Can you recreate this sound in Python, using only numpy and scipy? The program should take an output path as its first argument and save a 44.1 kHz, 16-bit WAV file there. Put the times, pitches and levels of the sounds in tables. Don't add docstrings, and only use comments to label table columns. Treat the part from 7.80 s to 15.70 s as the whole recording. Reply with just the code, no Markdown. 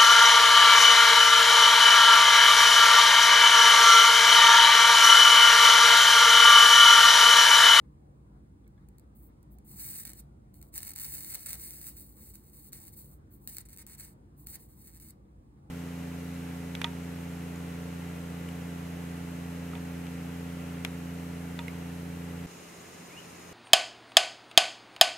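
import sys
import numpy as np
from scipy import signal
from scipy.fft import rfft, irfft, next_fast_len
from scipy.io import wavfile
from scipy.ndimage import uniform_filter1d, map_coordinates

SR = 44100
rng = np.random.default_rng(int(sys.argv[2]) if len(sys.argv) > 2 else 0)


def generate_wav(signal):
    frames = np.transpose(np.atleast_2d(signal))
    scaled = np.clip(frames, -1, 1) * 32767
    pcm = np.round(scaled).astype(np.int16)
    wavfile.write(sys.argv[1], SR, pcm)


N = 348390
TOP_HZ = 15850


def sizzle(fizz_db=0.5, coarse_db=3.5, split_hz=10800, body_hz=3000, body_follow=0.94):
    strength, coarseness_db, crackle_db, tick_rate = boiling()
    pops = strength * bubbles(crackle_db, tick_rate)
    low = filtered(pops, lambda hz: 1 / (1 + (hz / split_hz) ** 10))
    body = filtered(pops, lambda hz: 1 / (1 + (hz / body_hz) ** 10))
    coarse = low - body + amp(body_follow * coarseness_db) * body
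    return amp(fizz_db) * (pops - low) + amp(coarse_db + coarseness_db) * coarse


def boiling(swell_power=1.51, sputter_db=2.0, sputter_rate=25):
    # start in seconds, length in seconds,
    # relative level in dB, swell in seconds, sag in dB per second (negative grows), dying-away T60 in
    # seconds, coarseness in dB, ticks against the hiss in dB, ticks per second.
    spells = [(1.346, .13, -66.5, 0.008, -31, .091, -12.5, -7, 260),
              (1.697, .038, -65, .023, -6.5, 0.078, -13, -3, 150),
              (1.843, 0.089, -64, 0.0043, -80, 0.13, -6, -7, 270),
              (1.851, 0.38, -43.5, 0.19, 14, 0.052, -3.5, -5, 260),
              (2.244, 0.074, -52.5, 0.0046, 26.5, 0.06, 2.5, 6, 207),
              (2.313, 0.09, -55, 0.038, -12, 0.034, -2, -6.5, 260),
              (2.731, 0.16, -64.5, 0.0078, 22, 0.057, -5, 0, 220),
              (2.918, 0.069, -43, 0.042, -2, 0.061, -2, -5, 335),
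              (2.991, .13, -49, 0.03, 11, .015, 0, 4, 252),
              (3.149, 0.057, -49.5, 0.0071, 1.5, 0.06, 0, 3.5, 257),
              (3.192, 0.31, -43.5, 0.0079, 3, 0.29, -3.5, -2.5, 232),
              (3.489, 0.07, -46, .032, 4, 0.077, 0.5, -1.5, 280),
              (3.561, 0.093, -50, .012, 21, 0.089, -1.5, -5.5, 257),
              (3.657, .012, -43, 0.0023, 0, 0.094, 1.5, -4, 287),
              (3.675, 0.074, -43, .012, 32, 0.086, 0, -1.5, 275),
              (3.733, .35, -47, 0.063, 5.5, 0.46, -3, -7.5, 268),
              (4.165, 0.19, -52, 0.0027, 45, 0.13, -6, -2.5, 273),
              (4.329, 0.19, -57, 0.036, 12, .18, -4.5, -2, 250),
              (4.533, 0.021, -55, 0.0049, 0, 0.23, -3.5, 2, 260),
              (4.574, 0.18, -63, 0.021, 5, 0.092, -3, 2, 185),
              (4.709, 0.18, -58, .03, -11, 0.067, -5, -2, 260),
              (4.918, 0.069, -50.5, .014, 70, 0.092, -1, -8, 340),
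              (4.997, 0.09, -54.5, 0.0043, 1, 0.069, -2.5, 1.5, 190),
              (5.094, 0.034, -59.5, 0.0029, -1, 0.045, -6.5, 6, 176),
              (5.121, 0.02, -56, 0.0051, 0, 0.081, -4, 2, 220),
              (5.148, .19, -52, 0.026, 49.5, 0.13, -6.5, -1, 230),
              (5.492, 0.049, -56.5, 0.039, 0, 0.17, -11.5, -0.5, 240),
              (5.583, 0.14, -63.5, 0.034, 2, 0.11, -8, -1, 220),
              (5.673, .025, -48.5, .006, -0.5, .08, -4, -14, 300),
              (5.7, 0.057, -51.5, .01, -35, 0.048, -2.5, -3.5, 290),
              (5.757, 0.056, -49, .004, 29, 0.031, 0, -3, 260),
              (5.851, 0.011, -62.5, 0.0031, 3, .081, 2.5, -4, 310),
              (5.885, 0.053, -57.5, 0.0042, 9, .09, .5, 7.5, 235),
              (5.983, 0.042, -53, 0.0031, 56, .025, 3, 10, 310),
              (6.065, 0.091, -56, 0.0031, 26, 0.036, 2, 9, 260),
              (6.162, 0.089, -49, 0.038, 8, 0.063, 1.5, -5, 274),
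              (6.248, 0.081, -56.5, 0.0096, 203, 0.064, 0.5, -2, 290),
              (6.556, 0.089, -60, 0.045, 29, 0.039, -8, -7, 215),
              (6.66, 0.061, -51, .007, -1, 0.055, -4, -3.5, 286),
              (6.716, 0.044, -46.5, .015, 0, 0.034, 0, -1.5, 260),
              (6.769, 0.064, -56.5, 0.036, 1, 0.21, -4, -7, 285),
              (6.867, 0.22, -65.5, 0.015, -35.5, 0.082, -3.5, -1.5, 262),
              (7.065, 0.11, -57.5, 0.0044, 14.5, 0.079, 0, 5.5, 167),
              (7.195, .11, -53.5, .012, 3, .038, -2, -4, 220)]
    power, texture = np.full(N, 1e-14), np.zeros((3, N))
    for start, length, db, swell, sag, t60, coarseness_db, crackle_db, tick_rate in spells:
        first = round(start * SR)
        t = np.arange(min(N - first, SR)) / SR
        rise = np.minimum(t / swell, 1) ** swell_power
        sag_db = sag * np.clip(t - swell, 0, length)
        release_db = 60 * np.maximum(t - length, 0) / t60
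        spell = (rise * amp(db - sag_db - release_db)) ** 2
        power[first:first + len(t)] += spell
        texture[:, first:first + len(t)] += np.outer([coarseness_db, crackle_db, tick_rate], spell)
    strength = np.sqrt(power) * amp(sputter_db * wobble(sputter_rate))
    return strength, *(texture / power)


def bubbles(crackle_db, tick_rate, clump_db=1.0, clump_rate=70):
    share = amp(crackle_db)
    crackle = ticks(share, tick_rate, jitter=.45, spread_db=3.5)
    mix = fine_bursts(rate=11000, spread_db=3.5) + share * crackle
    return mix / np.hypot(1, share) * amp(clump_db * wobble(clump_rate))


def fine_bursts(rate, spread_db):
    sizes = amp(spread_db * np.clip(rng.standard_normal(N), -3, 2))
    return unit((rng.random(N) < rate / SR) * sizes * rng.choice([-1, 1], N))


def ticks(share, rate, jitter, spread_db):
    beats = np.flatnonzero(np.diff(np.floor(np.cumsum(rate) / SR)))
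    lateness, size = rng.standard_normal((2, N))[:, beats]
    gap_samples = SR / np.maximum(rate[beats], 100)
    looseness = 1 / np.hypot(1, share[beats])
    onsets = np.clip(beats + jitter * looseness ** 2 * lateness * gap_samples, 0, N - 1).astype(int)
    sizes = unit(amp(spread_db * looseness * np.clip(size, -3, 1.5)))
    return np.bincount(onsets, sizes * np.sqrt(gap_samples), N)


def bubble_click(size=2048):
    # frequency in Hz, relative spectral density in dB.
    spectrum = [(200, -34), (800, -16), (1300, -18), (2000, -12.5), (3300, -23.5), (4300, -9),
                (5500, -13.5), (7000, -9.5), (10700, -3.5), (12500, -0.8), (15600, 0)]
    # centre in Hz, width in Hz, gain in dB.
    resonances = [(1580, 44, 3.2), (1790, 95, 2.6), (2205, 122, 5.1), (2878, 80, 3.9), (3222, 51, 5.4),
                  (3380, 24, -4.3), (3720, 133, 4.0), (4025, 28, -7.1), (4145, 23, 3.5), (4330, 48, 2.0),
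                  (4487, 37, -4.9), (4883, 80, 2.6), (5085, 115, -5.6), (5406, 66, 3.0), (5721, 96, 3.7),
                  (6085, 77, -7.7), (6446, 77, 3.0), (6742, 30, -5.0), (6990, 97, 2.3), (7547, 56, -7.0),
                  (7774, 103, 6.4), (8075, 67, 4.9), (8231, 21, -3.9), (8691, 83, 10.6), (8877, 60, 5.2),
                  (9341, 88, -5.5), (9552, 31, 4.2), (10015, 33, -6.0), (10149, 67, 3.3), (10398, 45, 2.7),
                  (10828, 111, -6.9), (11278, 169, 5.9), (11700, 24, -4.6), (12120, 136, 4.7),
                  (12970, 167, 2.4), (14783, 36, -3.6)]
    hz = np.fft.rfftfreq(size, 1 / SR)
    cepstrum = irfft(np.log(amp(along(spectrum, hz) + bells(resonances, hz))))
    cepstrum[1:size // 2] *= 2
    cepstrum[size // 2 + 1:] = 0
    response = np.exp(rfft(cepstrum))
    return irfft(response) / np.linalg.norm(irfft(response * (hz < TOP_HZ)))


def spits(gain_db=2.1, spray_db=-27, spray_t60=.012, second_click_s=(.0003, .0011), second_click_db=-7):
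    # time in seconds, relative peak level in dB.
    events = [(0.8781, -47), (1.0874, -43), (1.184, -39), (1.1968, -42), (1.6298, -46), (1.7864, -41.5),
              (1.9144, -36), (1.9967, -26), (2.044, -26), (2.0905, -26), (2.1332, -27), (2.1587, -26),
              (2.1651, -25), (2.1988, -28), (2.2328, -31), (2.2365, -31), (2.2525, -20), (2.2579, -28),
              (2.2655, -31), (2.2721, -27), (2.2769, -27), (2.2943, -26), (2.3026, -28), (2.3339, -27),
              (2.7424, -40), (2.8152, -35), (2.8273, -31), (2.9409, -27), (2.9571, -25), (2.9633, -25),
              (2.9792, -15), (2.9839, -25), (3.0049, -26), (3.0312, -19), (3.0509, -26), (3.0692, -25),
              (3.0734, -24), (3.0795, -21), (3.0904, -27), (3.0949, -23), (3.1063, -27), (3.1173, -29),
              (3.1355, -28), (3.1395, -31), (3.161, -20), (3.1749, -27), (3.181, -24), (3.1876, -20),
              (3.1988, -20), (3.2079, -24), (3.2144, -23), (3.2182, -25), (3.2333, -25), (3.2463, -21),
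              (3.2515, -24), (3.2566, -24), (3.2638, -25), (3.3521, -22), (3.3689, -26), (3.3819, -24),
              (3.4075, -23), (3.4336, -25), (3.4468, -24), (3.5015, -26), (3.5284, -25), (3.5394, -24),
              (3.5423, -24), (3.5462, -17), (3.5517, -16), (3.5559, -19.5), (3.6319, -31), (3.6623, -20.5),
              (3.6934, -21), (3.7059, -19), (3.7114, -23), (3.7312, -14.5), (3.7433, -26), (3.7538, -30),
              (3.7976, -27), (3.9079, -23), (4.0149, -25.5), (4.0296, -28), (4.0429, -28), (4.0686, -24),
              (4.169, -34), (4.5554, -31), (4.9215, -37), (4.9266, -33), (4.9315, -22), (5.6753, -18),
              (5.748, -28), (5.7688, -20), (5.7841, -18), (5.8066, -31), (5.8877, -36), (5.8953, -37),
              (5.9049, -37), (5.931, -36), (5.9637, -33), (5.9743, -29), (5.9847, -30), (6.0666, -28),
              (6.0738, -36), (6.1339, -33), (6.1412, -36), (6.1508, -32), (6.1824, -38), (6.6703, -22),
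              (6.756, -26), (6.7598, -30), (7.2001, -33), (7.3064, -33)]
    # frequency in Hz, gain in dB.
    colour = [(1000, 0), (2100, 0), (3100, 4.5), (5000, 2), (6500, 3), (8700, -0.5), (11500, 1.5),
              (15000, -0.5)]
    out, t = np.zeros(N + SR), np.arange(SR // 25) / SR
    for (start, db), delay in zip(events, rng.uniform(*second_click_s, len(events))):
        snap = amp(spray_db - 60 * t / spray_t60) * rng.standard_normal(len(t))
        snap[0] = 1
        snap[round(delay * SR)] -= amp(second_click_db)
        out[round(start * SR):][:len(t)] += amp(db + gain_db) * snap
    return filtered(out[:N], lambda hz: amp(along(colour, hz)))


def stereo_and_room(x):
    # frequency in Hz, lead of the left channel in radians.
    phase_lead = [(0, 0), (340, 0), (690, -2.7), (1000, -3.4), (1500, -5.3), (2600, -5.5), (3300, -3.1),
                  (4000, -5.1), (5200, -3.2), (6100, -3), (6800, -1.6), (7600, -.5), (8300, 0), (9100, .1),
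                  (11000, 2.6), (11900, 3.14), (13000, 4.1), (14600, 6.1), (16500, 6.6)]
    # frequency in Hz, left minus right in dB.
    balance = [(700, 0), (1400, -3), (2200, -4), (3000, 2), (3700, 1.5), (4200, -3), (5200, 0)]
    # frequency in Hz, T60 in seconds.
    decay_times = [(300, .3), (3000, .19), (15000, .13)]
    # frequency in Hz, gain in dB.
    room_share = [(500, 0), (1500, -3.5), (4000, -6), (8000, -14), (15000, -15.5)]

    def stereo_image(hz):
        gain = amp(np.outer([.5, -.5], along(balance, hz)))
        return gain * np.exp(np.outer([.5j, -.5j], along(phase_lead, hz)))

    hz, t, noise = signal.stft(rng.standard_normal((2, SR // 2)), SR, nperseg=256)
    decay = amp(-60 * t / along(decay_times, hz)[:, None])
    tail = signal.istft(noise * decay, SR, nperseg=256)[1]
    reverb = signal.fftconvolve(x[None], tail / np.linalg.norm(tail[0]), axes=1)[:, :N]
    return filtered(x, stereo_image) + filtered(reverb, lambda hz: amp(along(room_share, hz)))


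def clinks(attack_s=0.00089, vary_db=7.0):
    # time in seconds, relative level in dB, tilt in dB per octave.
    touches = [(.843, -81, 8), (.866, -71, -2), (.977, -71, 0), (7.452, -80, 6), (7.488, -80, 0)]
    # frequency in Hz, relative level in dB, T60 in seconds.
    modes = [(1270, 0, .06), (1700, -7, .07), (2230, -5, .05), (3400, -14, .025), (3600, -13, .025),
             (3990, -11, .03)]
    out, t = np.zeros((2, N + SR)), np.arange(SR // 4) / SR
    onset = 1 - np.exp(-t / attack_s)
    for start, touch_db, tilt in touches:
        for hz, mode_db, t60 in modes:
            db = touch_db + mode_db + tilt * np.log2(hz / 2000) + vary_db * rng.standard_normal()
            ring = np.sin(2 * np.pi * (hz * t + rng.random((2, 1)) / 2))
            out[:, round(start * SR):][:, :len(t)] += amp(db - 60 * t / t60) * ring * onset
    return out[:, :N]


def hands(flutter_db=8.0, flutter_rate=34.8, idle_db=-87, fidget_db=3, fidget_rate=7):
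    # middle in seconds, half-length in seconds, level in dB.
    rubs = [(0.737, 0.027, -73), (1.002, 0.04, -67), (1.22, 0.092, -76.5), (1.54, 0.14, -81),
            (7.496, 0.019, -87)]
    # frequency in Hz, relative spectral density in dB.
    spectrum = [(300, -37), (800, -4.5), (1150, 5.5), (1600, -4.5), (2200, -4.5), (2800, -38), (3700, -12),
                (6000, -26), (15000, -25)]
    t = np.arange(N) / SR
    swells = sum(amp(db) * np.exp(-((t - middle) / half) ** 2) for middle, half, db in rubs)
    idle = amp(idle_db + fidget_db * np.tanh(wobble(fidget_rate)))
    friction = filtered(rng.standard_normal((2, N)), lambda hz: amp(along(spectrum, hz)))
    return np.hypot(swells, idle) * unit(friction * amp(flutter_db * wobble(flutter_rate)))


def hum(rumble_db=-55.0, swell_db=.5, swell_rate=5, tone_db=-61, tone_hz=57.9, waver_db=3.5, drift=0.98):
    # frequency in Hz, relative spectral density in dB.
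    spectrum = [(20, -36.5), (35, -21), (52, 1), (100, -4), (170, -11.5), (340, -11), (400, -19),
                (620, -24), (1000, -26), (1500, -34), (3000, -46), (6000, -49), (9500, -49), (15000, -53)]
    # centre in Hz, width in Hz, gain in dB.
    resonances = [(93.6, 6.8, 2.1), (127.5, 7.6, 3.5), (144, 3.85, 12.7), (195.1, 11.9, 8.7),
                  (225.8, 11.2, 3.9), (295.7, 6.3, 2.5), (303.4, 9.7, 1.6), (472, 30, 3.4), (554, 6.3, 2.7),
                  (727, 11, 4.4), (812, 7.3, 8.3), (928, 9.1, 3.2), (1155, 5, 4.9), (9100, 29, 8.2)]
    # frequency in Hz, correlation (limited to -1..1 below).
    correlation = [(100, 0.94), (280, 0.93), (450, 0.26), (700, -0.5), (1400, -0.58), (4000, -0.23),
                   (6000, -0.85), (9000, 1), (12000, -1.4), (15000, 1)]

    def mid_side_response(hz):
        angle = np.arccos(np.clip(along(correlation, hz), -1, 1)) / 2
        return amp(along(spectrum, hz) + bells(resonances, hz)) * [np.cos(angle), np.sin(angle)]

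    mid, side = filtered(patchy(rng.standard_normal((2, N))), mid_side_response)
    rumble = unit(np.array([mid + side, mid - side]))
    phase = 2 * np.pi * tone_hz * np.arange(N) / SR + drift * wobble(rate=4.5)
    tone = unit(np.sin(phase) * amp(waver_db * wobble(rate=6.4)))
    return amp(rumble_db + swell_db * wobble(swell_rate)) * rumble + amp(tone_db) * tone


def patchy(x, patch_bins=5, patch_frames=12):
    # frequency in Hz, depth in dB.
    depth = [(350, 0), (600, 2.5), (1500, 2.5), (3000, 0)]
    hz, _, frames = signal.stft(x, SR, nperseg=1024)
    patches = uniform_filter1d(rng.standard_normal(frames.shape[1:]), patch_bins, axis=0)
    patches = uniform_filter1d(patches, patch_frames, axis=1)
    gain = amp(along(depth, hz)[:, None] * unit(patches))
    gain /= np.sqrt(np.mean(gain ** 2, 1, keepdims=True))
    return signal.istft(frames * gain, SR, nperseg=1024)[1][:, :N]


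def amp(db):
    return 10 ** (np.asarray(db) / 20)


def unit(x):
    return x / np.sqrt(np.mean(x ** 2) + 1e-20)


def along(points, hz):
    frequencies, values = np.transpose(points)
    return np.interp(np.log(hz + 1), np.log(frequencies + 1), values)


def bells(peaks, hz):
    return sum(db * np.exp(-.5 * ((hz - centre) / width) ** 2) for centre, width, db in peaks)


def wobble(rate):
    return map_coordinates(rng.standard_normal(int(N * rate / SR) + 4), [np.arange(N) * rate / SR])


def filtered(x, response):
    size = next_fast_len(N + SR // 2)
    return irfft(rfft(x, size) * response(np.fft.rfftfreq(size, 1 / SR)), size)[..., :N]


def scene():
    click = bubble_click()
    snaps = spits() / np.abs(click).max()
    flux = signal.fftconvolve(sizzle() + snaps, click)[:N]
    return stereo_and_room(flux) + clinks() + hands() + hum()


def record(dry):
    return filtered(dry, lambda hz: 1 / (1 + (hz / TOP_HZ) ** 240))


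dry = scene()
out = record(dry)
generate_wav(out)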